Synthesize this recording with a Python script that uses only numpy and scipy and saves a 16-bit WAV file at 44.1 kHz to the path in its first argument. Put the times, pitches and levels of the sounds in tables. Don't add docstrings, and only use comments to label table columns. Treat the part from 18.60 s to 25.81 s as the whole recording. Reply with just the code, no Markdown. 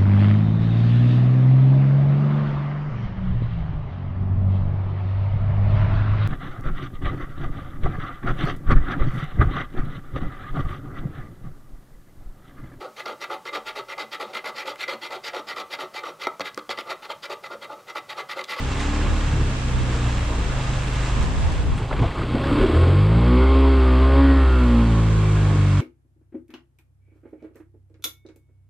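import sys
import numpy as np
from scipy import signal
from scipy.fft import rfft, irfft
from scipy.io import wavfile
from scipy.ndimage import uniform_filter1d

SR = 44100
rng = np.random.default_rng(int(sys.argv[2]) if len(sys.argv) > 2 else 0)


def transcribe(signal):
    frames = np.atleast_2d(signal).T
    limited = np.clip(frames, -1, 1)
    pcm = np.round(limited * 32767).astype(np.int16)
    wavfile.write(sys.argv[1], SR, pcm)


def boost_factor(decibels):
    exponent = np.asarray(decibels, float) / 20
    return 10 ** exponent


N = 317952
BLOCK = 64


def curves(table):
    s, *columns = np.transpose(table)
    return [np.interp(np.arange(N) / SR, s, c) for c in columns]


def swells(table):
    t = np.arange(N) / SR
    return sum(db * np.exp(-(2 * (t - s) / length) ** 2) for s, db, length in table)


def shape(table, hz):
    f, db = np.transpose(table)
    return np.interp(np.log(np.maximum(hz, 1)), np.log(f), db, left=-120, right=-120)


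def resonances(table, hz):
    return sum(top_db / (1 + (2 * (hz - f) / width) ** 2) for f, width, top_db in table)


def colour(x, table, rings=()):
    hz = np.fft.rfftfreq(N, 1 / SR)
    y = irfft(rfft(x) * boost_factor(shape(table, hz) + resonances(rings, hz)), N)
    return y / np.std(y)


def walk(rate):
    k = int(SR / rate)
    held = np.repeat(rng.standard_normal(N // 200 + 2)[:N // k + 1], k)
    w = uniform_filter1d(uniform_filter1d(held, k), k)[:N]
    return w / np.std(w)


def patchy(x, slow_db, quick_db):
    spectrum, hz = rfft(x), np.fft.rfftfreq(N, 1 / SR)
    octave = np.floor(np.log2(np.maximum(hz, 16) / 16))
    bands = (irfft(spectrum * (octave == k), N) * boost_factor(quick_db * walk(16)) for k in range(11))
    return sum(bands) * boost_factor(slow_db * walk(6.8))


def drops(rate, spread_db):
    size = boost_factor(spread_db * rng.exponential(size=N).clip(0, 4.5)) * (rng.random(N) < rate / SR)
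    return rng.standard_normal(N) * (1 + uniform_filter1d(size, size=40) * 40 ** .5)


def hits(table, tone):
    out, t = np.zeros(N + SR), np.arange(SR // 3) / SR
    for s, db, hz, t60 in table:
        if tone:
            wave, rise_s = np.sin(2 * np.pi * hz * t), .0015
        else:
            sos = signal.butter(3, [hz / 2, hz * 1.6], "band", fs=SR, output="sos")
            band = signal.sosfilt(sos, rng.standard_normal(len(t)))
            wave, rise_s = .5 * band / np.std(band), 1.5 / hz + .0005
        decay = 1000 ** (-t / max(t60, .005))
        out[int(s * SR):][:len(t)] += boost_factor(db) * wave * decay * (1 - np.exp(-t / rise_s))
    return out[:N]


# start_s, firing_rate_hz
SPEED_CURVE = [(0, 32.5), (.55, 38.9), (.95, 31.7), (1.55, 29.8), (1.9, 25.8), (2.55, 25.3), (3.2, 17.5),
               (4.03, 38.6), (4.19, 41), (4.6, 58), (4.9, 66.8), (5.12, 67.2), (5.33, 63.4), (5.58, 68.6),
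               (5.8, 67.1), (6.16, 58.6), (6.63, 52.6), (7.21, 48.1)]
# start_s, cycle_scatter_db, order_wander_db
ROUGHNESS = [(0, .8, 2.2), (2.5, .8, 2.2), (3.2, 2.5, 3), (3.75, 2.1, 3), (4.1, 2.1, 3), (4.3, 1.1, 2.5),
             (4.55, .6, 2.2), (6.1, .5, 1.8), (7.21, .4, 1.8)]


def crank():
    flywheel_s = .1
    scatter_db, wander_db = curves(ROUGHNESS)
    hz = uniform_filter1d(curves(SPEED_CURVE)[0], int(flywheel_s * SR))
    turns = np.cumsum(hz * (1 + .003 * scatter_db * walk(25))) / SR
    cycle = boost_factor(scatter_db * np.interp(turns, np.arange(600), rng.standard_normal(600)))
    return hz, turns, cycle, scatter_db, wander_db


# start_s, level_db over coasting
THROTTLE = [(0, 0.5), (.4, 6), (.7, -2), (1.3, -0.5), (3.1, 2), (3.5, 6.5), (3.9, 15), (4.15, 16),
            (4.45, 10), (4.8, 14.5), (5.2, 13.5), (5.35, 13.5), (5.6, 14.5), (5.95, 10.5), (6.2, 10.5),
            (6.5, 6), (6.9, 5.5), (7.21, 6)]


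def throttle():
    return curves(THROTTLE)[0]


# centre_s, pitch_hz, level_db, length_s
BROAD_ORDER_SWELLS = [(4.716, 1210, 3.5, 0.081), (4.78, 2180, 11, 0.22), (4.79, 930, 3, 0.17),
                      (4.835, 1300, 7, 0.056), (5.056, 1000, 10.5, 0.07), (5.545, 1040, 8, 0.23),
                      (5.68, 1830, 8, 0.61), (5.83, 1420, 7, 0.51), (5.92, 1310, 5, 0.24),
                      (5.8, 1180, 3.5, 0.16), (4.953, 1690, -14, 0.43), (.45, 64.6, 0, .2),
                      (0.73, 140, 7.5, 0.16), (0.77, 94, 7.5, 0.21), (1.404, 237, 4.5, 0.25),
                      (1.856, 55, 1.5, .3), (2.14, 126, 6.5, 0.62), (3.6, 46, -7, 0.38), (3.767, 122, 1.5, 0.12),
                      (3.7, 200, -8.5, 0.56), (3.98, 290, -7.5, 0.2), (4.106, 320, -3.5, .1),
                      (4.38, 279, -7.5, 0.17), (4.635, 232, -9.5, 0.097), (4.85, 400, 4, 0.79),
                      (5.8, 260, 1.5, 0.31), (5.504, 130, 9.5, 0.25), (6.205, 231, 3, 0.23),
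                      (6.94, 2430, 7.5, 0.88), (7.0, 870, -18, 0.77), (4.665, 180, 12, 0.28),
                      (3.95, 140, 8, 0.35), (4.25, 440, -1.5, 0.27), (5.9, 1300, 1, 0.18),
                      (4.7, 690, -4.5, 0.62), (0.54, 400, -6, 0.27), (4.4, 120, 4, 0.23),
                      (5.545, 272, -8, 0.072), (5.62, 273, 1.5, 0.056), (4.744, 250, 3.5, 0.067),
                      (4.89, 266, -1, .08), (4.99, 269, 2.5, .08), (5.9, 260, -8, 0.16), (5.9, 260, -6, .1),
                      (5.56, 410, 6, .08), (5.62, 410, -5, .06), (5.34, 385, -3, 0.11), (4.64, 355, -3.5, 0.074),
                      (4, 400, 4, .08), (5.21, 390, 2, .08)]
# centre_s, pitch_hz, level_db, length_s
NARROW_ORDER_SWELLS = [(0.48, 1200, 8, .16), (.48, 1680, 8, .14), (0.31, 290, 3.5, 0.14),
                       (5.44, 1060, 5, .06), (5.6, 1100, 6, .08), (5.3, 1200, 8, .16),
                       (6.02, 1400, 12, .06), (6.37, 1100, 7, .08), (5.5, 1500, 7, .2),
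                       (6.45, 1230, 4, .16), (6.5, 2400, 14, .16), (6.6, 1120, 8, 0.13),
                       (6.66, 2330, 15, 0.11), (6.7, 1600, 2, 0.12), (6.85, 1610, 10, .3),
                       (6.92, 1110, 4, 0.11), (7.1, 2200, 13, .25), (8.2, 1600, 4, .2),
                       (6.1, 1480, -6, .12), (4.72, 1220, 5, .08), (5.2, 880, 7, .08),
                       (4.84, 1430, 8, .08), (4.84, 1240, 6, .1), (4.9, 1070, 4.5, 0.068),
                       (4.75, 2170, 5.5, .1), (4.9, 2130, 8, .08), (5.75, 1880, 4, 0.28),
                       (5.82, 1340, 1, .15), (4.9, 1400, 4, .1), (5.7, 1900, 3, .1), (5.3, 540, 3, 0.17),
                       (5.55, 545, 3, 0.21), (4.62, 590, 6, .1), (2.58, 105, 8.5, .3), (3.0, 90, 8, .2),
                       (3.3, 85, -10, .14), (4.65, 127, 5, .2), (5.95, 2700, 15, .35), (7.1, 2700, 11, .2),
                       (7.1, 2700, 9, .2)]


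def order_swells(f):
    s = np.arange(f.shape[1]) * BLOCK / SR
    db = 0
    for table, spread in ((BROAD_ORDER_SWELLS, 0.14), (NARROW_ORDER_SWELLS, .035)):
        for at, pitch, top_db, length in table:
            width_hz = 41 + spread * pitch
            db = db + top_db * np.exp(-(2 * (s - at) / length) ** 2 - (2 * (f - pitch) / width_hz) ** 2)
    return boost_factor(db)


# firing_rate_hz, order_1_db to order_8_db
ORDER_LEVELS = [(19.3, -43, -30, -45, -48, -47, -37, -40, -50),
                (25.3, -31.5, -25.5, -42, -40, -34, -47.5, -44, -50),
                (30.4, -30.5, -27, -34, -26, -44, -39, -46.5, -41.5),
                (33.45, -28, -29.5, -33.5, -31, -48.5, -42.5, -44.5, -38.5),
                (39, -22.5, -26.5, -37, -46, -47.5, -39, -48, -38),
                (41, -29, -13.5, -25.5, -42, -50.5, -54, -49, -38),
                (49, -26.5, -17.5, -22, -31, -52, -38, -50.5, -50),
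                (52.4, -23.5, -18.5, -23.5, -39, -48, -42, -42, -44.5),
                (56.5, -19, -19, -26, -27.5, -39, -41, -47.5, -51),
                (58.8, -17, -24.5, -36, -19.5, -39, -43, -50.5, -44.5),
                (64.24, -14.5, -31, -36.5, -24, -43, -38.5, -58, -45),
                (65.56, -13.5, -39, -40.5, -25.5, -48, -38.5, -67, -52),
                (66.97, -14, -40.5, -45, -22.5, -45.5, -39, -50.5, -45.5),
                (68.1, -14.5, -35.5, -48, -16.5, -47, -42, -56, -42.5)]
# pitch_hz, level_db
PIPE = [(80, -7), (105, 6), (125, 13), (145, -2), (200, -6.5), (240, -1), (290, 4.5), (340, -6.5),
        (400, -1), (460, -8.5), (540, -9), (620, -16.5), (750, -20)]
# pitch_hz, level_db
BAFFLES = [(750, -12), (800, -2.5), (900, -4.5), (1070, -2), (1250, -4.5), (1500, -8.5), (1900, -14.5),
           (2200, -16), (2700, -24.5), (3600, -27)]
# pitch_hz, width_hz, level_db
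CASE_MODES = [(550, 60, 4), (1070, 60, 8), (1220, 45, 6), (1450, 60, 5), (2200, 100, 6), (2650, 100, 4),
              (3250, 130, 5), (4530, 70, 6), (5150, 90, 6), (8000, 200, 4), (9800, 300, 6)]


def order_sizes(hz, effort, scatter_db, wander_db):
    coasting_scatter_db = scatter_db[0]
    hz, effort, scatter_db, wander_db = (c[::BLOCK] for c in (hz, effort, scatter_db, wander_db))
    order = np.arange(1, 61)[:, None]
    f = order * hz
    drift = np.array([walk(4 + k / 2.5 + (k > 8) * k / 2.5)[::BLOCK] * (1 + k / 50) for k in order[:, 0]])

    low_wander = .45
    crawl = np.clip(39 - hz, 0, 1)
    rate, *orders_db = np.transpose(ORDER_LEVELS)
    eight_db = [np.interp(hz, rate, db) + .7 * crawl * (.5 - d ** 2) for db, d in zip(orders_db, drift)]
    upper_db = [db + 0.77 * effort + low_wander * wander_db * d for db, d in zip(eight_db[4:], drift[4:])]
    bark_db = -44 + 1.55 * effort - 4.5 * (scatter_db - coasting_scatter_db).clip(0)
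    rasp_db = -43 + 0.84 * effort

    db = (order % 2) * np.where(f > 750, -4.5, -5.0 * (f > 200))
    db = db + (4 - 0.85 * effort) * (f > 170) * (f < 280)
    db = db + wander_db * drift * np.where(order < 9, low_wander, 1)
    db = db + np.where(f < 750, shape(PIPE, f), shape(BAFFLES, f) + 0.2 * resonances(CASE_MODES, f))
    size = boost_factor(db) * np.clip((61 - order) / 15, 0, 1)

    part = np.where(order < 5, order - 1, np.where(f < 750, 4, 5))
    for p, load_db in enumerate(eight_db[:4] + [bark_db, rasp_db]):
        mine = part == p
        counted = mine * ((p < 4) | (f > 280))
        rms = np.sqrt(np.sum(counted * size ** 2 / 2, axis=0) + 1e-18)
        size = np.where(mine, size * boost_factor(load_db) / rms, size)
    size[4:8] = 2 ** .5 * boost_factor(np.array(upper_db))
    size = uniform_filter1d(size * order_swells(f), size=20, axis=1)
    return size, part == 5, drift, bark_db, rasp_db


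def at_sample_rate(blocks):
    return np.repeat(blocks, BLOCK)[:N]


def exhaust(effort):
    hz, turns, cycle, scatter_db, wander_db = crank()
    size, in_rasp, drift, bark_db, rasp_db = order_sizes(hz, effort, scatter_db, wander_db)
    low, rasp = np.zeros(N), np.zeros(N)
    block_at = np.arange(N) / BLOCK
    for k, a, r, d in zip(range(1, 61), size, in_rasp, np.roll(drift, 7, axis=0)):
        phase = 2.15 * k * k if k < 9 else .03 * k * k + 1.1 * rng.standard_normal()
        slip = .02 * scatter_db * min(k, 25) * np.interp(block_at, np.arange(len(d)), d)
        wave = at_sample_rate(a) * np.sin(2 * np.pi * k * turns + phase + slip)
        high = at_sample_rate(uniform_filter1d(1. * r, size=30))
        low += wave * (1 - high)
        rasp += wave * high * boost_factor(1 - 3.2 * scatter_db)
    gate = 1 + 0.5 * np.exp(-(turns % 1) / 0.25) + 0.76 * np.exp(-((turns + .5) % 1) / 0.038)
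    grit = colour(rng.standard_normal(N) * gate * boost_factor(1.8 * walk(30)), BAFFLES, CASE_MODES)
    rasp += grit * at_sample_rate(boost_factor(rasp_db)) * boost_factor(4.5 * scatter_db - 13.5)
    churn = colour(rng.standard_normal(N) * gate, PIPE[4:])
    low += churn * at_sample_rate(boost_factor(bark_db)) * boost_factor(7 * scatter_db - 19.5)
    return low * cycle, rasp * cycle, gate * cycle ** 0.38 / np.sqrt(np.mean(gate ** 2))


# pitch_hz, level_db per Hz
CLATTER_SPECTRUM = [(260, -32), (450, -7), (700, -12), (1070, -12), (1760, -16), (2500, -16), (3400, -17),
                    (4830, -25), (5950, -50), (7800, -77)]


def engine_clatter(gate, effort):
    sound = colour(rng.standard_normal(N) * gate, CLATTER_SPECTRUM, CASE_MODES)
    return sound * boost_factor(-43.5 + 0.68 * effort)


# start_s, level_db
STREAM_LEVEL = [(0, -51), (.56, -49.5), (.9, -52), (2.5, -50), (2.75, -53), (2.95, -54), (3.08, -59),
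                (3.25, -62.5), (4.3, -67), (5.6, -66.5), (6.5, -57), (7.21, -55)]
# centre_s, level_db above the stream, length_s
SLOSHES = [
    (.21, 3, 0.069),
    (2.0, -0.5, 0.21),
    (3.18, 3.5, .1),
    (3.42, 3, 0.088),
    (.12, 3, .05),
    (1.35, 1, .12),
    (2.63, 2, .06),
]
# pitch_hz, level_db per Hz
WATER_SPECTRUM = [(210, -37.5), (350, -26.5), (506, 0.5), (543, -4), (866, -1), (1180, -4.5), (1290, -0.5),
                  (1710, -2.5), (2080, -3.5), (2690, -5.5), (3250, -6.5), (4420, -12.5), (7670, -16),
                  (10300, -39.5), (13400, -69.5), (22000, -120)]
# pitch_hz, width_hz, level_db
MUDGUARD_MODES = [(1200, 50, 5), (1680, 60, 4), (2700, 90, 5), (3900, 120, 3), (7600, 200, 3)]
# pitch_hz, level_db per Hz
WATER_APART = [(150, -51), (250, -17), (411, -14), (677, -8), (816, -5.5), (1060, -5.5), (3210, -15),
               (4320, -19), (7450, -18), (8310, -19), (10300, -39), (13400, -60.5), (22000, -120)]


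def stream(apart_db):
    water_db = curves(STREAM_LEVEL)[0]
    water = patchy(colour(drops(1500, 2.5), WATER_SPECTRUM, MUDGUARD_MODES), 0.62, 0.46)
    water *= boost_factor(water_db + 15.0 + swells(SLOSHES))
    apart = patchy(colour(drops(1500, 3.0), WATER_APART), .4, 0.9) * boost_factor(apart_db)
    return water, apart, water_db


# centre_s, level_db above the hiss, length_s
SPRAY_BURSTS = [
    (.02, -4, 0.09),
    (.2, 5, 0.078),
    (2.43, 2.5, .3),
    (3.18, 9, 0.033),
    (3.4, -2, 0.67),
    (3.58, 2, .08),
    (4.07, 5.5, 0.55),
]
# pitch_hz, level_db per Hz
VALVE_SPECTRUM = [(3650, -54.5), (6200, -22), (6870, -3), (7840, -1), (8250, 2), (8670, -1), (9550, -7),
                  (10300, -15), (13400, -43), (22000, -120)]


def valve_gear(gate, water_db):
    level_db = -52.5 + 0.19 * (water_db - water_db[0]) + swells(SPRAY_BURSTS)
    sound = colour(rng.standard_normal(N) * gate, VALVE_SPECTRUM, CASE_MODES)
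    return sound * boost_factor(level_db - 5.0), level_db


# centre_s, level_db above the rumble, length_s
SCRAPES = [
    (3.33, -1, .04),
    (3.4, 2.5, 0.045),
    (3.43, 12.5, 0.085),
    (3.485, 3.5, .04),
]
# pitch_hz, level_db per Hz
RUMBLE_SPECTRUM = [(15, -8), (30, -3), (70, 3.5), (140, -5), (300, -9.5), (600, -16), (1200, -22)]


def road_rumble(effort):
    sound = patchy(colour(rng.standard_normal(N), RUMBLE_SPECTRUM), 1.2, 2.5)
    return sound * boost_factor(-30.5 - 0.25 * effort + swells(SCRAPES))


# start_s, level_db of their difference kept
PORT_FOLD = [
    (0, -0.5),
    (2.88, -0.5),
    (3.36, -14),
    (3.62, -25),
    (4.2, -25),
    (5.55, -58),
    (5.65, -18.5),
    (6.05, -7.5),
    (6.55, -2),
    (7.21, -2.5),
]


def port_fold():
    return curves(PORT_FOLD)[0]


# centre_s, level_db above the breeze, length_s
GUST_SWELLS = [(0, 4, 0.16), (.5, 14, 0.12), (.85, 5, 0.25), (1.2, 14, 0.15), (1.9, 11, 0.22),
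               (2.62, 14, 0.14), (2.82, 15.5, 0.24), (3.0, 18.5, 0.23), (3.13, 21, 0.14), (3.42, 34, 0.29),
               (5.95, 23, 0.082), (6.45, 8, 0.44)]
# pitch_hz, level_db per Hz
WIND_SPECTRUM = [(12, -19.5), (30, -10.5), (60, -5), (130, -14.5), (260, -30.5), (500, -56.5)]


def wind_on_ports(fold_db):
    gust = boost_factor(-41.5 + 1.5 * fold_db + swells(GUST_SWELLS) + 3.0 * walk(8.2))
    return [colour(rng.standard_normal(N), WIND_SPECTRUM) * gust for _ in range(2)]


# pitch_hz, level_db per Hz
AIR_SPECTRUM = [(9300, -20), (10800, -4), (11800, 0), (12600, -1), (14000, -6), (15000, -12), (15800, -22),
                (17000, -60)]


def fine_air():
    return [patchy(colour(drops(800, 3.0), AIR_SPECTRUM), 1.0, 1.5) * boost_factor(-76) for _ in range(2)]


# start_s, level_db, pitch_hz, t60_s
SPLASHES = [
    (0.2014, -22, 6030, 0.12),
    (2.624, -23, 6000, 0.11),
    (2.7794, -32, 5930, 0.12),
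    (2.9186, -26, 6100, 0.11),
    (3.1794, -48, 5940, 0.11),
    (4.041, -42, 6030, 0.098),
    (4.145, -46, 6000, 0.089),
]


def splashes():
    return signal.sosfilt(signal.butter(6, 9300, fs=SR, output="sos"), hits(SPLASHES, False))


# start_s, level_db, brightness_hz, t60_s
STONE_KNOCKS = [(3.311, -16.5, 780, 0.073), (3.329, -21, 780, 0.12), (3.375, -30, 300, 0.074),
                (3.40, -22, 300, 0.1), (3.421, -20, 730, 0.22), (3.445, -32, 400, 0.12),
                (3.465, -28, 305, 0.058), (3.747, -17, 396, 0.3), (4.034, -26, 900, 0.06),
                (4.055, -16, 1000, 0.044), (4.145, -19, 1500, 0.033), (5.96, -18, 151, 0.028),
                (.352, -13, 110, 0.076), (.433, -7, 150, .05), (.668, -9, 125, 0.081),
                (.728, -7, 110, 0.083), (.8, -4, 121, 0.096), (1.553, -20, 120, 0.062),
                (1.692, -14, 110, 0.046), (3.147, -11, 130, 0.1), (3.178, -29, 2300, .05),
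                (3.2, -20, 302, 0.086), (3.327, -12, 1500, 0.019), (3.362, -24, 1600, 0.11),
                (3.39, -25, 1700, .06), (3.425, -24, 1900, 0.069), (3.455, -26, 2000, .08),
                (3.475, -27, 1700, .08), (3.51, -28, 1600, .08), (3.58, -30, 2000, .06),
                (3.63, -27, 1500, .08), (3.552, -21.5, 950, 0.053), (3.591, -20, 1100, 0.052),
                (3.839, -16, 1100, 0.046), (3.868, -24, 2600, 0.03), (3.915, -8, 70, 0.25),
                (3.99, -2, 65, 0.17), (4.027, -20, 2270, 0.023), (4.066, -27, 2500, 0.04),
                (3.925, -25.5, 2200, .04), (3.985, -28, 2200, 0.045), (4.08, -23, 1900, .03),
                (4.235, -24, 1040, 0.026), (4.275, -32, 3000, .03)]


def stone_knocks():
    return hits(STONE_KNOCKS, False)


# start_s, level_db, pitch_hz, t60_s
LABOURING = [(2.52, -28, 52, .2), (2.605, -22, 60, .2), (2.705, -23, 50, .2), (2.78, -19, 65, 0.17),
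             (2.858, -15, 80, .1), (2.915, -21, 50, .15), (2.995, -17, 55, .15), (3.035, -21, 105, .1),
             (3.145, -26, 130, .08), (3.2, -28, 115, .08), (3.418, -21, 150, .05), (1.545, -30, 90, .08),
             (1.685, -25, 70, .1)]


def labouring_thumps():
    return hits(LABOURING, True)


# start_s, level_db, pitch_hz, t60_s
GUARD_RINGS = [
    (3.309, -25, 1090, .05),
    (3.328, -27, 1750, .02),
    (3.327, -21, 600, .03),
    (3.424, -32, 1130, .08),
    (3.416, -16, 110, .14),
    (3.44, -22, 680, .06),
]


def guard_strike():
    return hits(GUARD_RINGS, True)


# start_s, level_db, pitch_hz, t60_s
GRIT_TICKS = [
    (3.7364, -28, 2400, 0.015),
    (3.7714, -28, 2400, 0.015),
    (3.8026, -26, 2400, 0.015),
    (3.8364, -22, 2400, 0.015),
    (3.9227, -28, 2400, 0.015),
    (4.0257, -22, 2400, 0.015),
    (4.0625, -24, 2400, 0.015),
    (4.144, -27, 2400, 0.015),
    (4.2394, -25, 2400, 0.015),
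    (4.3304, -28, 2400, 0.015),
]


def grit_ticks():
    return hits(GRIT_TICKS, False)


# start_s, level_db, pitch_hz, t60_s
PANEL_RINGS = [(3.747, -8, 264, 0.03), (3.785, -21, 275, 0.091), (3.915, -19, 287.5, 0.37),
               (3.947, -20, 288, 0.12), (3.977, -16, 293, 0.14), (4.038, -10.5, 381, 0.094),
               (4.057, -14, 315, 0.082), (4.096, -14, 334, 0.064), (4.13, -15.5, 310, 0.078),
               (4.208, -22, 384, 0.27), (4.269, -15, 264, 0.045), (4.33, -19.5, 333, 0.12)]


def loose_panels():
    return hits(PANEL_RINGS, True)


def scene():
    effort, fold_db = throttle(), port_fold()
    apart_db = -38.5 + fold_db
    low, rasp, gate = exhaust(effort)
    clatter = engine_clatter(gate, effort)
    water, water_apart, water_db = stream(apart_db)
    valves, valve_db = valve_gear(gate, water_db)
    wind, air = wind_on_ports(fold_db), fine_air()
    splash = splashes()

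    mid = low + rasp + water + clatter + valves + road_rumble(effort) + .7 * wind[0]
    mid += boost_factor(4.0) * (labouring_thumps() + guard_strike() + loose_panels())
    mid += stone_knocks() + grit_ticks() + boost_factor(-13.0) * splash
    mid += air[0] * boost_factor(.4 * (valve_db + 54))

    open_share = boost_factor(apart_db + 39)
    placed = 0.25 * splash - 0.18 * (rasp + clatter) - 0.01 * low - .1 * water - .5 * valves
    side = water_apart + 0.85 * wind[1] + open_share * placed + 0.77 * air[1]
    return np.array([mid + side, mid - side])


def low_pass(x):
    return signal.sosfilt(signal.butter(12, 15500, fs=SR, output="sos"), x)


def record(dry):
    fade = np.sin(np.pi / 2 * np.clip((N - np.arange(N)) / SR / .004, 0, 1)) ** 2
    return low_pass(np.tanh(.6 * dry) / .6 * fade)


dry = scene()
out = record(dry)
transcribe(out)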